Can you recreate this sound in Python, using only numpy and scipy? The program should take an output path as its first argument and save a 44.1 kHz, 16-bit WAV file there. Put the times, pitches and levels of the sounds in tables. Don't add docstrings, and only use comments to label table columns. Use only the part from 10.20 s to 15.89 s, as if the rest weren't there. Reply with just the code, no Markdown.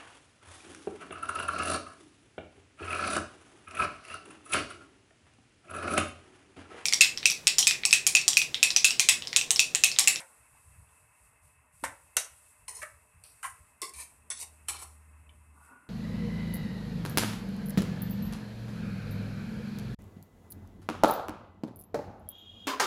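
import sys
import numpy as np
from scipy import signal
from scipy.fft import rfft, irfft
from scipy.io import wavfile
from scipy.ndimage import uniform_filter1d, map_coordinates

SR = 44100
rng = np.random.default_rng(int(sys.argv[2]) if len(sys.argv) > 2 else 0)


def to_linear_factor(level_db):
    exponent = np.asarray(level_db, float) / 20
    return 10 ** exponent


def unload_wav(signal):
    wavfile.write(
        sys.argv[1],
        SR,
        np.round(np.clip(np.atleast_2d(signal).T, -1, 1) * 32767).astype(np.int16),
    )


N = 250929
T = np.arange(N) / SR
SIZE = 9 * 2 ** 15
STROKE = 2 ** 14
HZ = np.maximum(np.fft.rfftfreq(SIZE, 1 / SR), 1)
NEAR = HZ[::18]


def colour(points, grid=HZ):
    hz, db = np.transpose(points)
    log_gain = np.interp(np.log(grid), np.log(hz), db) * np.log(10) / 20
    cepstrum = irfft(log_gain)
    cepstrum[1:len(grid) - 1] *= 2
    cepstrum[len(grid):] = 0
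    return np.exp(rfft(cepstrum))


def ring(modes, widen, grid=HZ):
    total = 0
    for k, (hz, width, db) in enumerate(modes):
        damped_width = width * widen * (1 + hz / 6000)
        total = total + (-1) ** k * to_linear_factor(db) / (1 + 2j * (grid - hz) / damped_width)
    return total


def band(lo_hz, hi_hz, grid=HZ):
    low, high = 1j * grid / hi_hz, lo_hz / (1j * grid)
    return 1 / ((1 + low) * (1 + low + low ** 2) * (1 + high) * (1 + high + high ** 2))


def through(x, response):
    size = 2 * len(response) - 2
    return irfft(rfft(x, size) * response)[:len(x)] / np.sqrt(np.mean(abs(response) ** 2))


def walk(rate, size=N):
    k = int(SR / rate)
    steps = np.repeat(rng.standard_normal(size // k + 1), k)
    smooth = uniform_filter1d(uniform_filter1d(steps, k), k)[:size]
    return smooth / smooth.std()


def noise(flicker_db, rate):
    x = rng.standard_normal(N) * to_linear_factor(flicker_db * walk(rate))
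    return x / x.std()


def held(rows):
    return to_linear_factor(np.interp(T, *np.transpose(rows)))


def swells(rows, t=T, rest_db=-150):
    swell = 0.42
    power = to_linear_factor(rest_db) ** 2
    for s, db, rise, fall in rows:
        come_up = np.clip(1 + (t - s) / rise, 0, 1) ** swell
        die_away = to_linear_factor(db - fall * np.maximum(t - s, 0))
        power = power + (come_up * die_away) ** 2
    return np.sqrt(power)


def motor():
    # t/s, f/Hz, level/dB
    engine = [(3.7, 69.7, -88), (3.774, 68.3, -52.5), (3.908, 76.2, -78), (4.378, 76.56, -58.5),
              (5.212, 76.2, -55.5), (5.458, 74.4, -64), (5.62, 76, -99)]
    # t/s, level/dB
    traffic = [(3.2, -86.5), (3.7, -73.5)]
    s, hz, db = np.transpose(engine)
    phase = 2 * np.pi * np.cumsum(np.interp(T, s, hz)) / SR
    note = np.sin(phase) + to_linear_factor(-23.5) * np.sin(2 * phase) + to_linear_factor(-56) * np.sin(3 * phase)
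    present = (T >= s[0]) * np.clip((s[-1] - T) / 0.023, 0, 1)
    level = present * to_linear_factor(np.interp(T, s, db))
    road = through(noise(1.3, 48), band(120, 250)) * held(traffic)
    return np.sqrt(2) * note * level * to_linear_factor(0.78 * walk(13)) + road


def crockery():
    # f/Hz, width/Hz, level/dB
    dish_modes = [(264, 47, 2), (750, 67, -6), (986, 63, -0.5), (1165, 42, 6), (1452, 28, 12)]
    # peak t/s, level/dB, rise/s, fall/(dB/s)
    scrapes = [
        (5.375, -61.5, 0.039, 120),
        (5.506, -56.5, 0.035, 200),
    ]
    # peak t/s, level/dB, rise/s, fall/(dB/s)
    high_dish = [
        (5.53, -62.5, 0.13, 22),
    ]
    # peak t/s, level/dB, rise/s, fall/(dB/s)
    thuds = [
        (5.52, -64, .03, 90),
        (5.63, -74.5, 0.023, 61),
    ]
    high, low, mid = np.array([swells(high_dish), swells(thuds), swells(scrapes)]) * noise(3.2, 120)
    body = ring(dish_modes, 0.93) + to_linear_factor(-15.5)
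    scrape = through(mid, body * band(555, 1060) ** 2)
    rub = through(high, body * band(1380, 1900) ** 2)
    return scrape + rub + through(low, body * band(110, 550) ** 2)


def murmur():
    # t/s, level/dB
    air = [(0, -66), (1.6, -69), (1.9, -67.5), (2.45, -68.5), (2.9, -69), (3.7, -67.5), (4.7, -67.5),
           (5.3, -68.5)]
    # f/Hz, level/dB
    hum_colour = [(150, 2), (302, -7), (376, -13.5), (422, -17.5), (614, -15.5), (690, -9.5), (1000, 0.5),
                  (1730, -3.5), (2680, -29), (3300, -41.5), (4290, -56.5)]
    # f/Hz, width/Hz, level/dB
    hum_modes = [(435, 37, -8.5), (606, 11, 1.5), (987, 78, -6), (1845, 13, 2), (2080, 23, 4.5),
                 (2214, 16, 3.5), (2615, 66, 5.5)]
    # low f/Hz, high f/Hz
    hum_parts = [(250, 700), (700, 1300), (1300, 2200), (2200, 3500)]
    shell = (ring(hum_modes, 0.91) + to_linear_factor(-0.5) * colour(hum_colour)) * band(270, 3300)
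    parts = [through(noise(flicker_db=1.8, rate=35), shell * band(*part)) for part in hum_parts]
    return sum(parts) / 2 * held(air)


def flame():
    # f/Hz, level/dB
    flutter_tone = [(22, -20), (32, -22), (51, -3), (75, 3.5), (140, -8), (184, -12), (320, -39)]
    # peak t/s, level/dB, rise/s, fall/(dB/s)
    gusts = [(.2, -64, .03, 150), (.34, -61.5, 0.029, 152), (.5, -58, .06, 120), (.6, -57, 0.05, 125),
             (.85, -66, .06, 80), (1.06, -63, .05, 120), (1.26, -63, 0.041, 120), (1.38, -64, .03, 150),
             (1.56, -62, .03, 150), (1.665, -57, 0.04, 120), (1.85, -66, .03, 150), (1.98, -60, 0.026, 236),
             (2.12, -66, .03, 150), (2.28, -63, 0.027, 248), (2.44, -59, 0.05, 120), (2.6, -63, .06, 80),
             (2.75, -61, .04, 120), (2.98, -60, 0.046, 100), (3.15, -68, .04, 120), (3.29, -61, .03, 147.5),
             (3.42, -60, 0.034, 106), (4, -68, .1, 50), (4.6, -67, .4, 20), (5.2, -66, .4, 56)]
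    return through(noise(1.1, 9), colour(flutter_tone) * band(16.1, 170)) * swells(gusts, rest_db=-77)


def jet_and_sizzle():
    # f/Hz, level/dB
    jet_tone = [(1760, -43), (3000, -15.5), (4040, -17.5), (6280, -13.5), (7650, -5), (7960, 1),
                (8450, 0.5), (11200, -2), (12500, -15.5), (13800, -9), (14500, -26.5)]
    # peak t/s, level/dB, rise/s, fall/(dB/s)
    sizzle = [(.08, -61.5, 0.082, 30), (.46, -64, 0.24, 15.5), (.73, -67, 0.051, 29),
              (1.05, -66.5, 0.1, 86), (1.25, -66, 0.035, 75), (1.62, -63.5, 0.1, 5), (2.1, -62.5, .1, 24),
              (2.7, -65.5, .1, 67), (3.1, -62.5, .06, 34), (3.4, -65, 0.3, 62), (3.9, -62, 0.11, 99),
              (4.3, -64.5, .1, 45), (4.75, -66.5, 0.13, 47.5), (5.01, -71.5, 0.059, 92),
              (5.16, -70, 0.085, 57), (5.46, -67, 0.13, 62)]
    return through(noise(1.0, 21), colour(jet_tone) * band(2800, 21000)) * swells(sizzle, rest_db=-77)


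def ticks():
    # t/s, level/dB, f/Hz, ring/ms
    pops = [
        (.35, -55, 870, 4.6),
        (.69, -63, 3430, 2.5),
        (1.631, -34, 298, 6.8),
        (1.961, -50, 500, 5),
        (5.093, -46, 3050, 3.1),
        (5.093, -57, 2320, 7.2),
        (5.093, -58.5, 3460, 6.5),
    ]
    out, t = np.zeros(N), np.arange(SR // 20) / SR
    for s, db, hz, ring_ms in pops:
        phase = 2 * np.pi * hz * t + 0.06 * np.cumsum(rng.standard_normal(len(t)))
        shape = (1 - np.exp(-t / 0.0007)) * np.exp(-1000 * t / ring_ms)
        out[int(s * SR):int(s * SR) + len(t)] += to_linear_factor(db) * np.sin(phase) * shape
    return out


def strike(hit, response):
    rung = through(hit, response)
    return rung * np.linalg.norm(hit) / (np.linalg.norm(rung) + 1e-12)


def knocks(blows, blade_db, start):
    force, after = np.zeros((4, STROKE)), np.arange(SR // 10)
    for s, db, belly, wall, rattle_ms in blows:
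        jolt = rng.standard_normal(len(after)) * np.exp(-after / SR / max(rattle_ms / 1000, 2e-4))
        at = int(s * SR) - start
        force[:, at:at + len(after)] += np.outer(to_linear_factor(db + np.array([belly, wall, blade_db, 0])), jolt)
    return force


def grind(pushes, share, grit_db, t):
    linger = [0.96, 0.63, 0.77, 0.97]
    rock_db = 2.2
    force = []
    for part_db, lean, slow in zip(share + (0,), (0.4, 0.31, 0.034, 0.14), linger):
        rows = [(s, db + part_db + lean * weight, rise, fall / slow) for s, db, rise, fall, weight in pushes]
        force.append(swells(rows, t))
    rocking = rock_db * np.array([walk(80, size=STROKE) for _ in force])
    grit = to_linear_factor(grit_db * walk(500, size=STROKE) + rocking)
    return np.array(force) * grit * rng.standard_normal((4, STROKE))


def contact(modes, blows, pushes, share, small_db, widen, grit_db, lowest_hz=120):
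    # low f/Hz, high f/Hz
    metal_bands = [(250, 1300), (1300, 3000), (3000, 6500), (6500, 14500)]
    # f/Hz, level/dB
    small_modes = [(200, -31.5), (450, -14), (1000, -13), (2100, -13.5), (4800, -13.5), (6800, -9.5),
                   (8600, -2.5), (11000, -9), (14500, -23.5)]
    blow_blade_db = -11
    settle_db, settle_db_s = -29.5, 73
    smear = 1.4
    wobble_ms = 0.15
    start = max(int((pushes[0][0] - pushes[0][2] - .02) * SR), 0)
    t = T[start:start + STROKE]
    slide = grind(pushes, share, grit_db, t)
    settling = [(s, db + settle_db, rise, settle_db_s) for s, db, rise, *_ in pushes]
    slump = swells(settling, t) * rng.standard_normal(STROKE)
    knock = knocks(blows, share[2] + blow_blade_db, start)
    small = to_linear_factor(small_db) * colour(small_modes, NEAR)
    struck = ring(modes, widen, NEAR) + small
    pressed = ring(modes, smear * widen, NEAR) + small
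    out, dragged = np.zeros(N), np.zeros(STROKE)
    for hit, drag, edges in zip(knock, slide, metal_bands):
        part = band(*edges, NEAR) * band(lowest_hz, SR, NEAR)
        out[start:start + STROKE] += strike(hit, struck * part)
        dragged += through(drag, pressed * part)
    bent_time = np.arange(STROKE) + wobble_ms * SR / 1000 * walk(25, size=STROKE)
    out[start:start + STROKE] += through(slump, small) + map_coordinates(dragged, [bent_time])
    return out


def pan_flank():
    # f/Hz, width/Hz, level/dB
    flank_modes = [
        [(608, 25, -6), (1130, 30, 0), (1250, 69, 0), (1410, 25, -2), (1680, 50, -1), (1950, 40, -5),
         (2240, 30, -6), (2940, 80, -18)],
        [(743, 25, -14), (1040, 24, 1), (1330, 50, -6), (1580, 48, -6), (2000, 40, -9), (2300, 50, -14),
         (2990, 100, -24), (7940, 27, -22), (9140, 71, -18)],
    ]
    # t/s, edge/dB, belly re edge/dB, wall re edge/dB, rattle/ms
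    flank_blows = [
        [(2.6175, -50, 8, 9, 2), (2.6235, -43, 10, 10.5, 3), (2.6285, -42, 10, 10.5, 7)],
        [(3.2295, -50, 14, 18, 3), (3.239, -50, 22, 20, 10), (3.247, -51, 21, 19, 6)],
    ]
    # peak t/s, edge/dB, rise/s, fall/(dB/s), weight on the pan/dB
    flank_pushes = [
        [(2.62, -50.5, .004, 242, 0)],
        [(3.232, -49.5, .004, 307, 31), (3.26, -40.5, 0.019, 307, -1)],
    ]
    # small modes/dB, damping factor
    flank_load = [(-9, 1.6), (-17, 1.4)]
    shares = [(-.5, 8, -27), (-6.5, -1.4, -18)]  # belly, wall, blade, dB re edge
    strokes = zip(flank_modes, flank_blows, flank_pushes, shares, flank_load)
    return sum(contact(modes, blows, push, share, *load, grit_db=-0.5, lowest_hz=560)
               for modes, blows, push, share, load in strokes)


def pan_rim():
    # f/Hz, width/Hz, level/dB
    rim_modes = [(1470, 28, -13), (2090, 124, 1), (2770, 87, -4.5), (3850, 9.3, 7), (4410, 22, -0.5),
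                 (5870, 130, 10.5), (6920, 18, 4.5), (7590, 40, -4), (9020, 340, -2.5), (9580, 45, 0),
                 (10480, 99, -3)]
    # t/s, edge/dB, belly re edge/dB, wall re edge/dB, rattle/ms
    rim_blows = [
        (1.9678, -10, -20, -5, 1.6),
    ]
    # peak t/s, edge/dB, rise/s, fall/(dB/s), weight on the pan/dB
    rim_pushes = [
        (1.97, -27.5, 0.0035, 596, 8.5),
        (1.987, -36.5, 0.013, 244.4, 2),
    ]
    share = (-12.5, -3.5, 0.16)  # belly, wall, blade, dB re edge
    return contact(rim_modes, rim_blows, rim_pushes, share, small_db=7.0, widen=1.3, grit_db=-0.5)


def pan_belly():
    # f/Hz, width/Hz, level/dB
    belly_modes = [(312, 36, -15), (533, 50, -4), (910, 55, -1), (1080, 40, -4), (1420, 50, -1),
                   (1750, 89, -2), (2060, 76, -3), (2290, 45, -3), (2560, 120, -22), (4530, 50, -17),
                   (8350, 52, -16), (8900, 87, -5.5), (9800, 54, -16)]
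    # t/s, edge/dB, belly re edge/dB, wall re edge/dB, rattle/ms
    belly_blows = [
        [],
        [(1.638, -29, 15.5, 12, 1.1)],
    ]
    # peak t/s, edge/dB, rise/s, fall/(dB/s), weight on the pan/dB
    belly_pushes = [
        [(.001, -47.5, 0.0025, 320, 0.02)],
        [(1.642, -37, 0.0034, 500, 4), (1.662, -49.5, .015, 190, -8)],
    ]
    share = (1.2, 3.5, -4)  # belly, wall, blade, dB re edge
    return sum(contact(belly_modes, blows, push, share, small_db=-3.5, widen=1.2, grit_db=1.3)
               for blows, push in zip(belly_blows, belly_pushes))


def ladle():
    # f/Hz, width/Hz, level/dB
    early_modes = [
        [(425, 28, -8), (1020, 42, 0), (1910, 49, -4), (2190, 82, -6), (2500, 19, -8), (3050, 63, -9)] + [(4130, 99, -7), (4370, 52, -4), (5060, 41, -4), (5280, 33, 0), (5590, 91, -5), (6260, 44, 0)],
        [(2520, 60, 4), (4350, 40, 11), (4780, 50, 6), (5780, 58, 4)],
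        [(415, 58, 1.5), (1064, 40, 10), (1150, 40, 6), (1910, 55, -1.5), (2155, 78, 8), (2300, 40, 4), (2650, 40, 0), (3504, 60, 5), (4500, 70, 4.5), (5100, 50, 4), (5500, 50, 2)],
        [(1017, 32, 12.5), (1804, 16, 8), (2340, 58, 8.5), (2710, 59, -0.5), (3110, 19, -3), (3860, 36, -0.5), (4400, 130, -6.5), (5040, 24, -1.5)],
    ]
    # f/Hz, width/Hz, level/dB
    late_modes = [
        [(1070, 46, -1), (1460, 44, -2), (1690, 23, -4), (1910, 31, 0), (2190, 38, -3)] + [(3340, 42, -2), (3500, 50, -1), (3900, 40, -6), (4310, 60, -6), (4690, 30, -4), (5230, 32, -3), (5500, 60, 0), (6060, 62, -1), (6330, 25, -4)],
        [(894, 150, 0), (1840, 38, -4), (2150, 160, -1), (3070, 72, -8), (3730, 36, -4), (4370, 29, -3), (4510, 39, -6), (4990, 37, -8), (5600, 64, -11), (5970, 110, -3)],
        [(786, 40, -6)] + [(312, 24, -15), (425, 46, -15), (1030, 98, -1), (1370, 57, -4), (1670, 68, -7), (2330, 41, 0), (2620, 44, -2), (3040, 63, -3)] + [(3550, 90, -2), (4300, 70, 0), (5010, 35, -4), (5570, 50, -2), (5900, 60, -4)],
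    ]
    # f/Hz, width/Hz, level/dB
    edge_modes = [
        [(6770, 51, 0), (7800, 50, 0), (9150, 136, 8.5), (9450, 770, -0.5)],
        [(8100, 36, 2), (9800, 330, 4)],
        [(8600, 15, 4), (10200, 54, -11), (10650, 88, -10)],
        [(6470, 95, -7), (7600, 29, -3), (9050, 250, -3)],
        [(7750, 64, -2), (8000, 150, 5.5), (9830, 27, 6), (10300, 32, 5.5)],
        [(6100, 24, -10), (9020, 43, -1)],
        [(7950, 24, -1), (8150, 39, 0), (9520, 190, -5.5)],
    ]
    # t/s, edge/dB, belly re edge/dB, wall re edge/dB, rattle/ms
    ladle_blows = [
        [(2.4804, -32.5, -11, -3, 2.8), (2.5602, -48, -10.5, -24, 10), (2.568, -45, -10, -20, 20)],
        [(3.0378, -41, -20, -8, 1.9)],
        [(3.6172, -24.5, -8, -39, 1.4), (3.628, -35.5, 5, 3, 4.7), (3.692, -43, -28, -12, 6)],
        [(3.7361, -43, -27, -26, 2.5), (3.785, -47, -23, 2, 4.4)],
        [(4.1018, -23, -14, -9, 2.5), (4.113, -31, -13, -5.5, 7.9)],
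        [(4.228, -48, 0, 3, 7)],
        [(4.4842, -25.5, -16, -3, 3), (4.4954, -34, -7, 1.5, 6.1), (4.533, -47, -20, 6, 3),
         (4.622, -46, 0, -20, 18)],
    ]
    # peak t/s, edge/dB, rise/s, fall/(dB/s), weight on the pan/dB
    ladle_pushes = [
        [(2.485, -38, 0.0038, 360, 0.5), (2.57, -49.5, 0.048, 132, -11), (2.622, -51, 0.074, 330, -10)],
        [(3.043, -56, 0.0044, 137, 3.5)],
        [(3.621, -35.5, .003, 230, -4.5)],
        [(3.742, -47, 0.0075, 200, -24), (3.815, -44.5, 0.059, 288, 5)],
        [(4.106, -40, 0.0026, 240, 1.5), (4.18, -48, 0.05, 402, -25)],
        [(4.225, -41.5, 0.041, 334, 1)],
        [(4.488, -34, 0.0036, 447, -11.5), (4.54, -50.5, 0.065, 120, 7.5), (4.63, -51.5, 0.13, 277, 1.5)],
    ]
    # belly, wall, blade re edge/dB
    ladle_share = [(-10.5, -10, -7.5), (-13, -10, -12.5), (-6, -10, -10), (-12, -13, -6), (-35, -6, -2.5),
                   (-16.5, -35, -9.5), (-6, -10, -4.5)]
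    # small modes/dB, damping factor
    ladle_load = [(-3, 1.4), (4, 2.4), (0, 1.1), (-2, 1.2), (-4, 1.2), (-2, 1.1), (-1, 1.1)]
    strokes = zip(early_modes + late_modes, edge_modes, ladle_blows, ladle_pushes, ladle_share, ladle_load)
    return sum(contact(low + top, blows, push, share, *load, grit_db=1.0, lowest_hz=300)
               for low, top, blows, push, share, load in strokes)


def kitchen(x, low_t60, high_t60, wet_db):
    t = np.arange(SR // 2) / SR
    low, high = (rng.standard_normal(len(t)) * to_linear_factor(-60 * t / t60) * (t > .009) for t60 in (low_t60, high_t60))
    tail = rfft(low, SIZE) * band(95.5, 2700) + rfft(high, SIZE) * band(3000, 24000)
    return x + to_linear_factor(wet_db) * through(x, tail)


def scene():
    background = motor() + crockery() + murmur() + flame() + jet_and_sizzle()
    metal = pan_flank() + pan_rim() + pan_belly() + ladle()
    near = kitchen(metal + ticks(), low_t60=0.34, high_t60=0.2, wet_db=-11.0)
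    return (background + near)[None]


def band_limit(x):
    return signal.sosfilt(signal.butter(12, 15560, fs=SR, output="sos"), x)


def record(dry):
    treble_limit = signal.ellip(10, .3, 26, 14350, fs=SR, output="sos")
    mix = signal.sosfilt(treble_limit, dry)
    return band_limit(mix)


dry = scene()
out = record(dry)
unload_wav(out)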